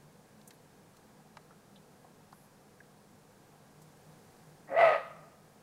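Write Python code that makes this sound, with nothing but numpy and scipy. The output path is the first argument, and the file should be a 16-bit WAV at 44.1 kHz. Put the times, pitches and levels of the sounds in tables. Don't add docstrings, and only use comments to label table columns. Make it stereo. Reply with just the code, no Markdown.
import sys
import numpy as np
from scipy import signal
from scipy.fft import rfft, irfft, next_fast_len
from scipy.io import wavfile
from scipy.ndimage import uniform_filter1d

SR = 44100
rng = np.random.default_rng(int(sys.argv[2]) if len(sys.argv) > 2 else 0)


def wav_out(sig):
    wavfile.write(sys.argv[1], SR, np.round(np.clip(np.atleast_2d(sig).T, -1, 1) * 32767).astype(np.int16))


N = 247842
T = np.arange(N) / SR

# freq_hz, relative_db
FLOOR_SPECTRUM = [(25, -16), (59, -23), (91, -11), (125, -7.5), (190, -6.5), (270, -7.5), (380, -8.5),
                  (450, -7), (600, -11.5), (800, -10), (1100, -14.5), (1650, -19), (3000, -26.5),
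                  (5000, -27), (9500, -29.5), (15500, -37)]
# freq_hz, correlation
FLOOR_CORRELATION = [(60, 0.87), (130, 0.788), (290, -0.238), (450, -0.344), (800, -0.158), (1400, -0.206),
                     (3100, -0.052), (6800, 0.333), (15000, 0.71)]
# freq_hz, width_hz, in_phase_db, opposed_db
HUM_BANDS = [(476.5, 135.6, -70.5, -65), (635.6, 63, -90.5, -61), (735, 82, -77.5, -61.5),
             (1625.5, 130, -80.5, -86)]
# pitch_hz, width_hz, level_db
DRONE_BANDS = [(153.37, 8.5, -68.5), (199.9, 34.3, -69.5)]
# peak_s, pitch_hz, level_db
DRONE_BOOMS = [(.04, 149, -60.5), (.41, 213, -60), (1.3, 218, -63.5), (1.73, 200, -65), (3.85, 159, -63.5),
               (4.1, 153, -63), (4.5, 154, -56.5), (4.85, 140, -54), (5.2, 154, -59.5)]
# start_s, level_db, centre_hz, spread_oct, t60_s, pan_db
HANDLING_TICKS = [(0.414, -54.5, 4500, 0.63, .03, -3), (0.4754, -44, 9720, 0.456, 0.055, -2.5),
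                  (0.5062, -46.5, 4670, 1.15, 0.0395, -2), (0.535, -58, 11500, 0.295, 0.122, -2),
                  (0.967, -53, 7000, 1.03, .05, 1), (1.3695, -47, 5300, 0.64, 0.024, -2),
                  (1.370, -38.5, 1153, 0.86, 0.042, 2), (1.506, -52, 1250, 0.29, 0.099, -4),
                  (1.759, -52, 3400, 0.192, 0.071, -1.5), (2.045, -51, 840, 0.5, 0.09, 3),
                  (2.325, -53.5, 5200, 0.47, 0.025, -1.5), (2.327, -41, 1127, 0.386, 0.0375, 2),
                  (2.804, -48, 1603, 0.118, 0.0205, 4.5), (3.818, -55, 9000, 0.6, 0.087, 0)]
# freq_hz, width_hz, gain_db
SHELL_MODES = [(720, 93, 12), (1000, 540, -10), (1856, 283, 6), (3952, 265, 1), (6400, 340, -25)]
# freq_hz, t60_s
ECHO_DECAY = [(250, 0.03), (650, 1.0449), (1250, 0.8939), (2200, 0.8082), (4000, 0.53), (10000, 0.65)]
# freq_hz, relative_db
ECHO_SPECTRUM = [(250, -5.5), (500, -1.5), (640, -8), (800, -8), (1230, 4), (1600, 1), (1950, -4),
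                 (2300, -2), (4000, 11.5), (10000, -9)]
# delay_s, left_gain, right_gain
REFLECTIONS = [(.00456, 0.15, 0.346), (.01255, 0.163, 0.19), (.01811, .1, .16), (.0279, 0.279, .06)]
# multiple, base_db (x2.5 with mouth shut, x1.5 open)
FOLD_HARMONICS = [(1, 1), (2, -13.5), (3, -9), (4, -18.5)]
# freq_hz, relative_db
RASP_SPECTRUM = [(150, -40.5), (260, -34), (340, -40.5), (410, -21.5), (560, 0), (740, -3), (950, -11.5),
                 (1600, -15.5), (2400, -15.5), (2900, -23.5), (3300, -28.5), (4500, -36), (5900, -49),
                 (11000, -49.5), (15000, -69)]
# freq_hz, width_hz, gain_db
THROAT_FORMANTS = [(722.2, 46.6, 3.5), (859, 61, -3.5), (1085, 24, -7.5), (1283, 25.4, 6.5),
                   (1990.5, 67, 11), (2574, 30, 0), (2832, 25, 0), (4770, 88, -7), (6120, 60, -1.5)]

BARK_START_S, BARK_LENGTH_S = 4.67, 0.37
SAG_AFTER_S = 0.177


def gain_of(db):
    return 10 ** (np.asarray(db) / 20)


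def unit_rms(x):
    return x / np.sqrt(np.mean(x ** 2) + 1e-20)


def curve_at(points, hz):
    freq_hz, value = np.transpose(points)
    return np.interp(np.log(hz + 1), np.log(freq_hz + 1), value)


def bell(t, peak_s, width_s):
    return np.exp(-((t - peak_s) / width_s) ** 2)


def add(mix, start_s, sound):
    part = mix[..., round(start_s * SR):][..., :sound.shape[-1]]
    part += sound[..., :part.shape[-1]]


def colour(x, db_at):
    hz = np.fft.rfftfreq(x.shape[-1], 1 / SR)
    return irfft(rfft(x) * gain_of(db_at(hz)), x.shape[-1])


def wander(size, cutoff_hz):
    return unit_rms(colour(rng.standard_normal(size), lambda f: -6 * (f / cutoff_hz) ** 2))


def uneven_cycles(size, hz, jitter, jitter_hz):
    return np.cumsum(hz * (1 + jitter * wander(size, jitter_hz))) / SR


def noise_band(hz, width_hz):
    size = next_fast_len(N)
    f = np.fft.rfftfreq(size, 1 / SR)
    real, imag = rng.standard_normal((2, len(f)))
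    return unit_rms(irfft((real + 1j * imag) / (1 + (2 * (f - hz) / width_hz) ** 2), size)[:N])


def resonate(x, hz, width_hz):
    carrier = np.exp(2j * np.pi * np.cumsum(hz * np.ones(len(x))) / SR)
    pole = np.exp(-np.pi * width_hz / SR)
    return 2 * (carrier * signal.lfilter([1 - pole], [1, -pole], x / carrier + 1e-18)).real


def brighten(x, db_per_oct, pivot_hz=700, top_hz=4000):
    hz, t, spectra = signal.stft(x, SR, nperseg=256)
    octaves = np.log2(np.clip(hz, pivot_hz, top_hz) / pivot_hz)[:, None]
    spectra *= gain_of(octaves * np.interp(t, T[:len(x)], db_per_oct))
    return signal.istft(spectra, SR, nperseg=256)[1][:len(x)]


def floor(level_db=-58, drift_db=0.105, rumble_swell_db=1.8528, hiss_swell_db=2.2376):
    frames, hz = N // 512 + 5, np.fft.rfftfreq(2048, 1 / SR)
    t = np.arange(frames)[:, None] * 512 / SR
    a, b, c, d, patches = rng.standard_normal((5, frames, len(hz)))
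    patches = unit_rms(uniform_filter1d(uniform_filter1d(patches, 10, axis=0), 10, axis=1))
    hiss_share = curve_at([(1500, 0), (4000, 1)], hz)
    swell_db = (1 - hiss_share) * rumble_swell_db + hiss_share * hiss_swell_db
    motion_db = swell_db * bell(t, peak_s=4.243, width_s=0.42)
    motion_db += drift_db * np.interp(t, T, wander(N, cutoff_hz=1))
    motion_db += 0.0661 * (1.5 - hiss_share) * patches
    correlation = curve_at(FLOOR_CORRELATION, hz)
    left = a + 1j * b
    right = correlation * left + np.sqrt(1 - correlation ** 2) * (c + 1j * d)
    spectra = np.array([left, right]) * gain_of(curve_at(FLOOR_SPECTRUM, hz) + motion_db)
    noise = signal.istft(spectra.transpose(0, 2, 1), nperseg=2048, noverlap=1536)[1]
    return gain_of(level_db) * unit_rms(noise[:, :N])


def camera_hum():
    out = np.zeros((2, N))
    for hz, width_hz, in_phase_db, opposed_db in HUM_BANDS:
        in_phase, opposed = noise_band(hz, width_hz), noise_band(hz, width_hz)
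        out += gain_of(in_phase_db) * in_phase + gain_of(opposed_db) * np.array([opposed, -opposed])
    return out


def drone(boom_s=0.293):
    out = np.zeros(N)
    for hz, width_hz, level_db in DRONE_BANDS:
        tone = noise_band(hz, width_hz)
        out += gain_of(level_db) * tone / np.sqrt(.5 + .5 * uniform_filter1d(tone ** 2, 6000))
    wavering_s = uneven_cycles(N, 1, jitter=0.03015, jitter_hz=14.97)
    for peak_s, hz, level_db in DRONE_BOOMS:
        swell = np.cos(np.pi * np.clip((T - peak_s) / boom_s, -.5, .5)) ** 2
        out += gain_of(level_db) * swell * np.sqrt(2) * np.sin(2 * np.pi * hz * wavering_s)
    return out


def sizzle(start_s=2.29, length_s=0.22, centre_hz=11200, width_hz=3200, level_db=-71):
    out, size = np.zeros((2, N)), round(length_s * SR)
    noise = np.array([unit_rms(resonate(resonate(white, centre_hz, width_hz), centre_hz, width_hz))
                      for white in rng.standard_normal((2, size))])
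    noise = unit_rms(noise + .5 * noise[::-1])
    add(out, start_s, gain_of(level_db) * noise * signal.windows.tukey(size, .7))
    return out


def tick(level_db, centre_hz, spread_oct, t60_s, pan_db, side_gain=0.51, attack_s=0.00035):
    def band_db(f):
        octaves = np.log2((f + 1) / centre_hz)
        return -4.3 * (octaves / spread_oct) ** 2 - 3 * np.log2((f + 200) / centre_hz)

    t, bursts = T[:6000], []
    for white in rng.standard_normal((2, len(t))):
        burst = colour(white, band_db)
        burst += sum(gain_of(db) * resonate(burst, hz, width_hz) for hz, width_hz, db in SHELL_MODES)
        burst *= gain_of(-60 * t / t60_s) * (1 - np.exp(-t / attack_s))
        bursts.append(gain_of(level_db) * burst / abs(burst).max())
    mid, side = bursts
    return np.array([mid + side_gain * side, mid - side_gain * side]) * gain_of([[pan_db], [-pan_db]])


def handling(faint_count=5, low_hz=646, high_hz=1300):
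    out = np.zeros((2, N))
    for start_s, *settings in HANDLING_TICKS:
        add(out, start_s, tick(*settings))
    last_s = HANDLING_TICKS[-1][0]
    for when, height in rng.random((faint_count, 2)):
        hz = low_hz * (high_hz / low_hz) ** height
        add(out, when * last_s, tick(level_db=-58.5, centre_hz=hz, spread_oct=0.34, t60_s=0.073, pan_db=0))
    return out


def wood_echo(x, level_db=-13.5, onset_s=0.0153, taps_per_s=2000):
    taps = rng.choice([-1., 1.], (2, SR)) * (rng.random((2, SR)) < taps_per_s / SR)
    taps = taps + 0.352 * taps[::-1]
    hz, t, spectra = signal.stft(taps, SR, nperseg=256)
    spectra *= gain_of(-60 * t / curve_at(ECHO_DECAY, hz)[:, None]) * (1 - np.exp(-t / onset_s))
    spectra *= gain_of(curve_at(ECHO_SPECTRUM, hz))[:, None]
    tail = signal.istft(spectra, SR, nperseg=256)[1]
    tail /= np.linalg.norm(tail[0])
    return gain_of(level_db) * signal.fftconvolve(x[None], tail, axes=1)[:, :N]


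def through_foliage(x, t60_s=0.069):
    t = T[:4000]
    leaves = rng.standard_normal(len(t)) * gain_of(-60 * t / t60_s)
    side = signal.fftconvolve(x, leaves / np.linalg.norm(leaves))[:N]
    side = colour(side, lambda f: curve_at([(650, -8.5), (1200, -20), (2000, -8), (4000, -9.5)], f))
    lean_right = colour(x, lambda f: curve_at([(400, -37), (560, -27), (680, -8), (950, -52)], f))
    out = np.array([x + side - lean_right, x - side + lean_right])
    for delay_s, left_gain, right_gain in REFLECTIONS:
        add(out, delay_s, np.outer([left_gain, right_gain], x))
    return out


def push_db(age_s, opened, crest, quiet_db=-60.5, shut_db=-36, attack_s=0.0506, open_db=10.1,
            crest_db=5.5, shudder_db=1.02, sag_db_per_s=27, release_after_s=0.281, release_db_per_s=254.5):
    attack_db = np.interp(age_s, [0, attack_s], [quiet_db, shut_db])
    fall_db = sag_db_per_s * np.maximum(age_s - SAG_AFTER_S, 0)
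    fall_db += release_db_per_s * np.maximum(age_s - release_after_s, 0)
    shudder = np.sin(2 * np.pi * uneven_cycles(len(age_s), hz=43.91, jitter=0.232, jitter_hz=34))
    return attack_db - fall_db + opened * (open_db + shudder_db * shudder) + crest * crest_db


def pitch_arch_hz(age_s, opened, shut_hz=535.22, open_hz=696.56, sink_after_s=0.142, sink_hz_per_s=800):
    return shut_hz + (open_hz - shut_hz) * opened - sink_hz_per_s * np.maximum(age_s - sink_after_s, 0)


def roughness(age_s, opened, breath, shut_share=0.197, open_share=0.306, fray_per_s=3.43):
    held = shut_share + (open_share - shut_share) * opened
    fray = fray_per_s * np.maximum(age_s - SAG_AFTER_S, 0)
    return np.clip(held + (1 - held) * breath + fray, 0, 1)


def throat_flutter(cycles, depth=0.286):
    puffs = uniform_filter1d(np.exp(-(cycles % 1) / .4), 40)
    return unit_rms(1 - depth + depth * unit_rms(puffs))


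def vocal_folds(pitch_hz, opened, flutter, flutter_cycles):
    cycles = uneven_cycles(len(pitch_hz), pitch_hz, jitter=0.02406, jitter_hz=123)
    tone = sum(gain_of(base_db * (2.5 - opened)) * np.cos(2 * np.pi * multiple * cycles)
               for multiple, base_db in FOLD_HARMONICS)
    loading = 1 + 0.26 * np.cos(2 * np.pi * flutter_cycles)
    return unit_rms(tone * flutter * loading)


def rasping_air(pitch_hz, flutter):
    size = len(pitch_hz)
    shift = (pitch_hz / pitch_hz[size // 2]) ** 0.224
    air = rng.standard_normal(size) * flutter
    air += sum(gain_of(db) * resonate(air, hz * shift, width_hz) for hz, width_hz, db in THROAT_FORMANTS)
    return unit_rms(colour(air, lambda f: curve_at(RASP_SPECTRUM, f)))


def vocal_tract(voice, opened, air_share, nose_db=3, growl_db=2.5, muffle_hz=2200, leak=0.15):
    voice = voice + gain_of(nose_db) * opened * resonate(voice, hz=1235, width_hz=100)
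    voice += gain_of(growl_db) * opened * air_share ** 2 * resonate(voice, hz=460, width_hz=120)
    muffled = colour(voice, lambda f: -10 * np.log10(1 + (f / muffle_hz) ** 20))
    return muffled + (leak + (1 - leak) * opened) * (voice - muffled)


def grunt(age_s, relative_db=-3):
    cycles = uneven_cycles(len(age_s), hz=305, jitter=0.09, jitter_hz=80)
    return gain_of(relative_db) * np.sin(2 * np.pi * cycles) * bell(age_s, peak_s=0.0313, width_s=0.0284)


def deer_bark(open_after_s=0.094, opening_s=0.024, hiss_hz=4500, chest_hz=260):
    age_s = np.arange(0, BARK_LENGTH_S, 1 / SR)
    size = len(age_s)
    opened = .5 + .5 * np.tanh((age_s - open_after_s) / opening_s)
    breath = bell(age_s, peak_s=0, width_s=0.0392)
    crest = bell(age_s, peak_s=0.158, width_s=0.0636)
    pitch_hz = pitch_arch_hz(age_s, opened)
    air_share = roughness(age_s, opened, breath)
    level_db = push_db(age_s, opened, crest)
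    flutter_cycles = uneven_cycles(size, hz=95, jitter=0.28, jitter_hz=53.2)
    flutter = throat_flutter(flutter_cycles)

    voice = np.sqrt(1 - air_share) * vocal_folds(pitch_hz, opened, flutter, flutter_cycles)
    voice += np.sqrt(air_share) * rasping_air(pitch_hz, flutter)
    voice = brighten(voice, db_per_oct=3 * breath + 0.3241 * (1 - breath) - 0.1154 * crest)
    voice = vocal_tract(voice, opened, air_share)
    hiss = colour(voice, lambda f: -10 * np.log10(1 + (hiss_hz / (f + 1)) ** 8))
    voice += hiss * (gain_of(0.15 * (level_db - level_db.max()) + 0.5) - 1)
    voice += grunt(age_s)
    voice /= np.sqrt(uniform_filter1d(voice ** 2, 900) + 1e-9)

    out = np.zeros(N)
    add(out, BARK_START_S, gain_of(level_db) * voice * signal.windows.tukey(size, .05))
    return signal.sosfilt(signal.butter(4, chest_hz, "high", fs=SR, output="sos"), out)


def scene():
    bark = deer_bark()
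    deer = wood_echo(bark) + through_foliage(bark)
    return deer + handling() + floor() + camera_hum() + drone() + sizzle()


def record(dry, cutoff_hz=15800):
    lowpass = signal.firwin(511, cutoff_hz, window=("kaiser", 9), fs=SR)
    return signal.oaconvolve(dry, lowpass[None], "same")


dry = scene()
out = record(dry)
wav_out(out)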